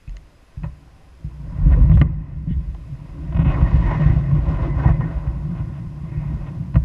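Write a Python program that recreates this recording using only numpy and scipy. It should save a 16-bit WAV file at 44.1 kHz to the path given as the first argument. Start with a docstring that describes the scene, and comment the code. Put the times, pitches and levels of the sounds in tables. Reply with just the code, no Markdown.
"""A plastic kayak is pulled backwards off a pickup's ribbed bed, heard from its hollow hull.
Over a faint hiss come a few soft bumps, a clinking buckle and a thin squeak. Near 2 s a short tug
sets the hull booming and the deck fittings cracking. At 3.3 s the keel catches and rasps, then the
long pull begins: grit scrapes, the thin walls sing, the hull groans and loose gear knocks.
After 5 s the slide eases off, and a last hard bump lands near 6.8 s."""
import sys
import numpy as np
from scipy import signal
from scipy.fft import rfft, irfft
from scipy.io import wavfile
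from scipy.ndimage import uniform_filter1d

SR = 44100
rng = np.random.default_rng(int(sys.argv[2]) if len(sys.argv) > 2 else 0)


def store_wav(level_fs):
    """Save 16-bit WAV to argv[1]."""
    pcm = np.round(np.clip(np.atleast_2d(level_fs), -1, 1) * 32767)
    wavfile.write(sys.argv[1], SR, pcm.T.astype(np.int16))


N = 301644

# colour of the background hiss: (frequency [Hz], relative level [dB])
HISS_COLOUR = [(60, 13.5), (280, -3.5), (420, -4), (750, -12), (1050, -10.5), (1900, -12), (2900, -16),
               (3500, -18), (6500, -23), (8200, -27), (12500, -31.5), (15000, -44)]
# fader ride of the hiss: (time [s], level [dB])
HISS_LEVEL = [(0.0, -51), (1.99, -51), (2.05, -63.5), (2.35, -58), (2.75, -51), (6.84, -50.5)]
# thin tones in the hiss: (frequency [Hz], width [Hz], highest level [dB])
HISS_TONES = [(2580, 200, -72.5), (5005, 77, -77), (10110, 230, -81)]
# a small metal buckle clinks: (time [s], peak [dB])
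BUCKLE_HITS = [(0.0774, -44), (0.571, -55), (0.635, -40)]
# the buckle's ring: (frequency [Hz], relative level [dB], t60 [s])
BUCKLE_MODES = [(2200, -10, 0.085), (2540, -0.5, 0.05)]
# sharp, dry ticks at the hardest jolts: (time [s], peak [dB])
JOLT_TICKS = [(1.956, -33), (1.975, -33), (1.997, -30.5), (2.012, -46), (2.021, -30), (6.76, -34.5)]
# ring of the thin hull walls: (frequency [Hz], width [Hz], relative level [dB])
WALL_TONES = [(562, 65, -1), (1013, 85, 0.5), (1860, 98, -9), (2026, 40, -9.5), (2520, 110, -15)]
# how strongly the walls sing: (time [s], relative level [dB])
WALL_LEVEL = [(0.62, -81), (0.645, -51), (0.76, -70), (1.25, -72.5), (1.7, -46.5), (2.04, -49.5),
              (2.15, -55.5), (2.9, -65.5), (3.5, -47), (4.0, -38), (4.3, -48.5), (4.62, -41.5), (4.9, -42),
              (5.25, -54), (6.3, -59.5), (6.7, -60)]
# the keel bites and groans: (crest time [s], swell time [s], pitch [Hz], crest level [dB])
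KEEL_GROANS = [(1.687, 0.088, 259, -31.5), (1.739, 0.015, 1860, -39), (1.782, 0.025, 477, -34.5),
               (1.819, 0.062, 242, -29), (1.944, 0.022, 3330, -51.5), (2.032, 0.047, 397, -35),
               (2.511, 0.043, 174, -20), (2.518, 0.044, 2020, -54), (2.519, 0.034, 3240, -56.5),
               (3.21, 0.11, 280, -41.5), (3.491, 0.048, 2530, -42.5), (3.548, 0.017, 2150, -37.5),
               (3.669, 0.027, 1880, -41.5), (3.913, 0.078, 960, -30.5), (3.914, 0.11, 1950, -38),
               (4.003, 0.085, 152, -17), (4.07, 0.11, 1840, -42.5), (4.256, 0.06, 1850, -49.5),
               (4.33, 0.072, 142, -16), (4.679, 0.041, 336, -29), (4.855, 0.016, 860, -27),
               (4.876, 0.071, 1900, -42), (5.031, 0.031, 1890, -42), (5.5, 0.14, 166.5, -28.5),
               (6.182, 0.17, 2260, -55)]
# the keel catches and rasps: (time [s], hold [s], drive [dB])
KEEL_RASPS = [(1.714, 0.011, -46), (1.723, 0.014, -44.5), (3.324, 0.0045, -42), (3.343, 0.0068, -40),
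              (3.363, 0.011, -38), (3.387, 0.042, -38), (3.447, 0.08, -37), (5.268, 0.0082, -46.5),
              (5.549, 0.065, -49.5), (5.73, 0.071, -53), (6.463, 0.026, -47.5)]
# firmness of the slide, a short tug then the long pull: (time [s], relative level [dB])
SCRAPE_LEVEL = [(1.15, -59.5), (1.4, -57), (1.74, -38), (1.86, -46), (2.08, -52), (2.8, -58), (3.25, -49.5),
                (3.53, -30.5), (3.65, -35), (3.82, -36.5), (3.9, -33.5), (4.1, -33), (4.25, -41.5),
                (4.5, -35), (4.64, -33.5), (4.72, -42), (4.8, -30), (4.89, -30.5), (4.97, -44), (5.04, -39),
                (5.15, -39.5), (5.21, -41.5), (5.45, -46.5), (5.6, -45), (5.86, -54.5), (6.2, -45.5),
                (6.48, -45.5), (6.72, -53)]
# bright grit on top of the scrape: (time [s], relative level [dB])
GRIT_LEVEL = [(1.8, -21), (2.8, -4), (3.55, -23.5), (3.8, -14.5), (4.3, -18.5), (4.9, -23), (6.4, -18.5)]
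# groups of hull modes that the scrape feeds: (band edge [Hz])
SCRAPE_EDGES = [386, 694, 1340, 1610, 2270]
# stiff deck fittings: (frequency [Hz], base level [dB], base t60 [s])
FITTING_MODES = [(1176, 13.5, 0.06), (1880, 6.5, 0.024), (2084, 1, 0.041), (2790, -2, 0.0078),
                 (3000, -7.5, 0.013), (4120, -22, 0.0096), (6620, -38.5, 0.0097)]
# hard knocks of hull and gear: (time [s], hull ring peak [dB], fitting crack peak [dB])
HARD_KNOCKS = [(0.094, -57, -43), (0.168, -64.5, -35.5), (0.634, -34.5, -45), (0.642, -30, -44),
               (1.897, -27.5, -50), (1.915, -25.5, -35), (1.973, -22, -43.5), (2.0139, -16.5, -14),
               (2.058, -43, -51), (2.747, -37, -44.5), (3.613, -23, -45), (3.76, -28.5, -34),
               (3.912, -17, -41), (4.313, -28, -50), (4.585, -29, -44), (4.657, -33, -50),
               (4.838, -22.5, -43.5), (4.890, -20, -40), (5.009, -22, -47), (5.043, -28.5, -47),
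               (5.112, -29, -53), (6.7432, -31, -39), (6.7563, -21, -27), (6.769, -31.5, -38)]
# the hull drops against the bed: (time [s], peak [dB], top of the thud's band [Hz])
HULL_BUMPS = [(0.077, -21, 41), (0.078, -27, 152), (0.572, -20, 111), (0.637, -18, 243), (0.66, -21, 111),
              (1.244, -17, 151), (1.638, -11.5, 102), (1.662, -5, 179), (1.715, -5, 65.7),
              (1.807, -3.5, 96), (1.896, -1, 153), (2.014, -3.5, 336), (2.472, -17, 257),
              (2.568, -16.5, 76), (2.671, -20.5, 62), (2.923, -21.5, 152), (3.352, -8.5, 130),
              (3.392, -4.5, 218), (3.462, -5, 239), (3.623, -5.5, 192), (3.724, -8, 140),
              (3.741, -4.5, 158), (3.768, -10.5, 110), (4.058, -3.5, 171), (4.099, -7.5, 107),
              (4.163, -9, 130), (4.325, -9, 135), (4.418, -13.5, 74.6), (4.481, -11, 99), (4.616, -10, 110),
              (4.765, -13.5, 161), (4.857, -1.5, 164), (4.899, -5.5, 137), (5.154, -16, 70),
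              (5.273, -10.5, 102), (5.602, -13.5, 163), (6.171, -14, 117), (6.341, -15.5, 154),
              (6.746, -10.5, 197), (6.763, -1.5, 173)]
# the hull's weight shaking on its support: (time [s], relative level [dB])
RUMBLE_LEVEL = [(0.08, -38), (0.33, -56), (0.55, -68), (0.62, -28), (0.86, -47.5), (1.19, -50), (1.28, -36),
                (1.61, -21), (1.68, -16), (2.0, -12), (2.11, -20.5), (2.22, -29), (2.33, -30),
                (2.53, -24.5), (2.71, -32.5), (2.77, -35), (2.98, -33), (3.1, -32), (3.42, -17.5),
                (3.58, -18), (4.1, -20), (4.73, -23), (4.9, -17), (5.22, -28.5), (5.45, -26), (5.97, -31),
                (6.25, -27.5), (6.7, -31)]
# resonances of the hollow hull: (frequency [Hz], width [Hz], gain [dB])
HULL_MODES = [(45.7, 8.4, 4), (62.6, 14, 4), (86.4, 41, -5), (117.4, 15, -2), (149.2, 39.2, 2.5),
              (198, 390, -28), (228, 29, -14.5), (280.4, 52, -11), (337.6, 24.8, -11.5), (440, 650, -28),
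              (550, 98, -23), (579, 22, -19), (660, 60, -20), (766.4, 54, -23.5), (847, 67, -29),
              (957, 72, -23.5), (1047, 160, -23.5), (1217, 250, -33), (1472, 220, -32), (1879, 150, -31),
              (2056, 97, -35.5), (2166, 160, -38.5), (2525, 180, -38.5), (2870, 410, -46.5),
              (3450, 1100, -54), (4700, 3000, -60), (6400, 1600, -77)]

CUTOFF_HZ = 15000
TICK_LOW_HZ, TICK_DULL_HZ, TICK_TOP_HZ = 450, 1100, 10500
WALL_SURGE_DB, WALL_SURGES_PER_S = 3.5, 6.8
GROUP_SURGE_DB, GROUP_SURGES_PER_S = 1.5, 11   # mode groups surge as the point of contact wanders
SCRAPE_JERK_DB, JERKS_PER_S = 1.3, 12   # the whole scrape comes in small jerks
FLEX_DB, BOOM_DB, PANEL_DB = -5, -4, -5   # trims of the three rumble layers
PANEL_BOOM_SHARE = 0.34   # how far the deck panels follow the boom rather than the scrape
MID_PULL_S, FREEING_DB_PER_S = 3.48, 1.28   # as the hull leaves the bed it flexes less and booms more
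FLEX_WOBBLE_DB, BOOM_WOBBLE_DB, WOBBLES_PER_S = 4, 2.5, 9.9   # uneven ride over the ribs


def from_db(db):
    """Decibels to gain."""
    return 10 ** (np.asarray(db) / 20)


def rms_one(x):
    """Scale to unit power."""
    return x / np.sqrt(np.mean(x ** 2) + 1e-20)


def peak_one(x):
    """Scale to unit peak."""
    return x / (np.abs(x).max() + 1e-20)


def fader(rows):
    """Join (time, level) points into a level at every sample."""
    return np.interp(np.arange(N) / SR, *np.transpose(rows))


def band(x, low_hz, high_hz, order=3):
    """Causal band-pass."""
    sos = signal.butter(order, [low_hz, min(high_hz, SR / 2 - 100)], "band", fs=SR, output="sos")
    return signal.sosfilt(sos, x + 1e-18)


def drift(rate_hz):
    """Smooth random modulation with a spread of 1."""
    hop, settle = 40, 2000
    pole = np.exp(-2 * np.pi * hop * rate_hz / SR)
    noise = rng.standard_normal(N // hop + settle + 2)
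    slow = signal.lfilter([1], [1, -2 * pole, pole * pole], noise)[settle:]
    return np.interp(np.arange(N) / hop, np.arange(len(slow)), rms_one(slow))


def steady(x, window_s):
    """Level to unit power over each short stretch; faster flutter stays."""
    size = max(int(window_s * SR), 2)
    power = uniform_filter1d(uniform_filter1d(x ** 2, size), size)
    return x / np.sqrt(np.abs(power) + 1e-20)


def add(out, s, sound):
    """Mix a sound in at time s."""
    start = max(round(s * SR), 0)
    out[start:start + len(sound)] += sound[:max(N - start, 0)]


def grains(per_s, spread_db):
    """Tiny slips at random moments, most small and a few large."""
    sizes = from_db(spread_db * np.minimum(rng.exponential(1, N), 4)) * rng.choice([-1, 1], N)
    return sizes * (rng.random(N) < per_s / SR)


def hull_ring(size=16384):
    """The hull's answer to one click: its damped modes, made causal by minimum phase."""
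    hz = np.arange(size // 2 + 1) * SR / size
    power = sum((from_db(db) / (1 + (2 * (hz - centre) / width) ** 2)) ** 2
                for centre, width, db in HULL_MODES)
    cepstrum = irfft(np.log(power) / 2)
    cepstrum[1:size // 2] *= 2
    cepstrum[size // 2 + 1:] = 0
    return irfft(np.exp(rfft(cepstrum)))


def through(ring, force):
    """A force on the keel as the hull passes it on."""
    return signal.fftconvolve(force, ring)[:N]


def air():
    """Smooth outdoor hiss with a few thin tones; it dips after the jolts near 2 s."""
    hz = np.arange(N // 2 + 1) * SR / N
    points_hz, colour_db = np.transpose(HISS_COLOUR)
    colour = from_db(np.interp(np.log(hz + 1), np.log(points_hz), colour_db))
    hiss = rms_one(irfft(rfft(rng.standard_normal(N)) * colour, N))
    tones = sum(from_db(db) * rms_one(band(rng.standard_normal(N), f - width / 2, f + width / 2, 1))
                for f, width, db in HISS_TONES)
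    level_db = fader(HISS_LEVEL)
    return from_db(level_db) * hiss + from_db(level_db - level_db.max()) * tones


def squeak():
    """A faint, wavering tone before the first tug."""
    envelope = np.interp(np.arange(N) / SR, [.78, .84, 1.05, 1.2], [0, 1, 1, 0])
    tone = steady(band(rng.standard_normal(N), 744, 800, order=2), window_s=0.064)
    return from_db(-64.5) * envelope * tone


def clinks():
    """Each touch rings the two modes of a metal buckle."""
    out, t = np.zeros(N), np.arange(SR // 2) / SR
    tone = sum(from_db(db - 60 * t / t60) * np.sin(2 * np.pi * hz * t) for hz, db, t60 in BUCKLE_MODES)
    for s, db in BUCKLE_HITS:
        add(out, s, from_db(db) * peak_one(tone))
    return out


def ticks():
    """Single hard clicks, too brief to set anything ringing."""
    out = np.zeros(N)
    dulled = band(signal.unit_impulse(512), TICK_LOW_HZ, TICK_DULL_HZ, order=1)
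    click = peak_one(band(dulled, 200, TICK_TOP_HZ, order=4))
    for s, db in JOLT_TICKS:
        add(out, s, from_db(db) * click)
    return out


def walls(ring_db):
    """Slips keep the lightly damped wall modes singing, each in surges of its own."""
    modes = np.zeros(N)
    for hz, width, db in WALL_TONES:
        gain = from_db(db + WALL_SURGE_DB * drift(WALL_SURGES_PER_S))
        slips = grains(per_s=900, spread_db=2.5)
        modes += gain * rms_one(band(slips, hz - width / 2, hz + width / 2, order=1))
    return from_db(ring_db) * rms_one(band(modes, 350, 2900))


def groans(ring):
    """Each bite of the keel swells and fades as rough slips feed a narrow group of hull modes."""
    out, slips = np.zeros(N), through(ring, grains(per_s=2400, spread_db=2.5))
    for s, swell_s, hz, db in KEEL_GROANS:
        at = np.arange(max(int((s - 2 * swell_s) * SR), 0), min(int((s + 2 * swell_s) * SR), N))
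        swell = np.exp(-2 * ((at / SR - s) / swell_s) ** 2)
        tone = steady(band(slips[at], hz / 1.145, hz * 1.116, order=2), window_s=0.0037)
        out[at] += from_db(db) * swell * tone
    return out


def rasps(ring):
    """Plastic catches on plastic: bursts of fast, nearly regular stick-slip pulses ring the hull."""
    t = np.arange(N) / SR
    slips_per_s = 340 * from_db(2 * drift(100))
    slips_done = np.floor(np.cumsum(slips_per_s) / SR)
    pulses = np.diff(slips_done, prepend=0) * from_db(1.2 * drift(200))
    grip = sum(from_db(db - 60 * np.maximum(t - s - hold_s, 0) / 0.024) * (t >= s)
               for s, hold_s, db in KEEL_RASPS)
    treble_gain = np.sqrt(np.sum(band(ring, 2174, 3700) ** 2))
    rung = through(ring, grip * rms_one(pulses)) / treble_gain
    bright = band(band(rung, 2020, 4400, order=2), 1000, 3800, order=7)
    hollow = band(rung, 530, 1400, order=2)
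    return from_db(-8) * bright + from_db(-14.5) * hollow


def scrape(ring, scrape_db, grit_db):
    """Grit sticks and slips under the keel; the pressure flutters and the point of contact wanders."""
    slips = [through(ring, grains(per_s=2600, spread_db=2.0)) for _ in range(2)]
    body = sum(from_db(GROUP_SURGE_DB * drift(GROUP_SURGES_PER_S)) * band(slips[k % 2], low, high)
               for k, (low, high) in enumerate(zip(SCRAPE_EDGES, SCRAPE_EDGES[1:])))
    grit = steady(band(slips[0], 2360, 8100), window_s=0.16)
    firm = 1 / (1 + from_db(-54.5 - scrape_db) ** 2)   # fine grit only sings out under firm sliding
    pressure = from_db(scrape_db - 2.85 + SCRAPE_JERK_DB * drift(JERKS_PER_S))
    return pressure * (steady(body, window_s=0.063) + firm * from_db(grit_db + 4.8) * grit)


def fitting_crack(t, weight):
    """Struck deck fittings: light taps are short and bright, heavy blows ring longer and duller."""
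    crack = np.zeros(len(t))
    strengths = from_db(rng.normal(0, 1, len(FITTING_MODES)))
    for k, (hz, db, t60) in enumerate(FITTING_MODES):
        tilt_db = 10 * (2.5 - weight) * np.log2(hz / 2000)
        decay_db = 60 * t / (t60 * (0.79 + 0.15 * weight))
        crack += (-1) ** k * strengths[k] * from_db(db + tilt_db - decay_db) * np.sin(2 * np.pi * hz * t)
    return band(crack, 500, 7600 - 3300 * weight, order=6)


def knocks(ring):
    """A hard contact buzzes briefly, rings the upper hull modes and cracks in the fittings."""
    out, t = np.zeros(N), np.arange(len(ring)) / SR
    for s, ring_db, crack_db in HARD_KNOCKS:
        buzz = 0.11 * rng.standard_normal(len(t)) * from_db(-60 * t / 0.063)
        rung = through(ring, (t == 0) + buzz)[:len(t)]
        add(out, s, from_db(ring_db) * peak_one(band(rung, 350, 2900)))
        weight = np.clip((ring_db + 46) / 25, 0, 1)
        add(out, s, from_db(crack_db) * peak_one(fitting_crack(t, weight)))
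    return out


def bumps(ring):
    """Soft, heavy contacts reach only the low modes; firmer ones favour the hollow boom."""
    out = np.zeros(N)
    for s, db, top_hz in HULL_BUMPS:
        low_hz = np.clip(0.29 * top_hz, 25, 0.7 * top_hz)
        add(out, s, from_db(db) * peak_one(band(ring, low_hz, top_hz, order=2)))
    return out


def rumble(ring, rumble_db, scrape_db):
    """Uneven sliding flexes the whole hull, booms in its air space and shakes its deck panels."""
    freed_db = FREEING_DB_PER_S * (np.arange(N) / SR - MID_PULL_S)
    flex_db = rumble_db + FLEX_DB - freed_db + FLEX_WOBBLE_DB * drift(WOBBLES_PER_S)
    boom_db = rumble_db + BOOM_DB + freed_db + BOOM_WOBBLE_DB * drift(WOBBLES_PER_S)
    panel_db = PANEL_DB + PANEL_BOOM_SHARE * boom_db + (1 - PANEL_BOOM_SHARE) * scrape_db
    shake = through(ring, grains(per_s=980, spread_db=3.5))
    judder = through(ring, grains(per_s=700, spread_db=5))
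    flex = from_db(flex_db) * steady(band(shake, 36, 90.5), window_s=0.013)
    boom = from_db(boom_db) * steady(band(judder, 91.6, 213.3), window_s=0.034)
    panels = from_db(panel_db) * steady(band(shake, 240, 403, order=4), window_s=0.52)
    return flex + boom + panels


def scene():
    """The mono mix: the hull's slide, hits and rasps over a bed of hiss."""
    t, ring = np.arange(N) / SR, hull_ring()
    scrape_db = fader(SCRAPE_LEVEL)
    low_end = rumble(ring, fader(RUMBLE_LEVEL), scrape_db)
    rubbing = scrape(ring, scrape_db, fader(GRIT_LEVEL)) + walls(fader(WALL_LEVEL))
    # as the long pull starts the keel sticks between rasps, and the rubbing ducks
    sticking = from_db(np.interp(t, [3.28, 3.32, 3.45, 3.49], [0, -6, -13, 0]))
    sliding = low_end + sticking * rubbing + groans(ring)
    fade_in = np.interp(t, [.072, .08], [0, 1])
    hits = bumps(ring) + knocks(ring) + clinks() + ticks()
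    return (fade_in * sliding + hits + rasps(ring) + squeak() + air())[None]


def record(dry):
    """Soft-clip the tallest peaks and roll off the top."""
    rounded = dry / (1 + (dry / .92) ** 6) ** (1 / 6)
    return signal.sosfilt(signal.butter(14, CUTOFF_HZ, fs=SR, output="sos"), rounded)


dry = scene()
out = record(dry)
store_wav(out)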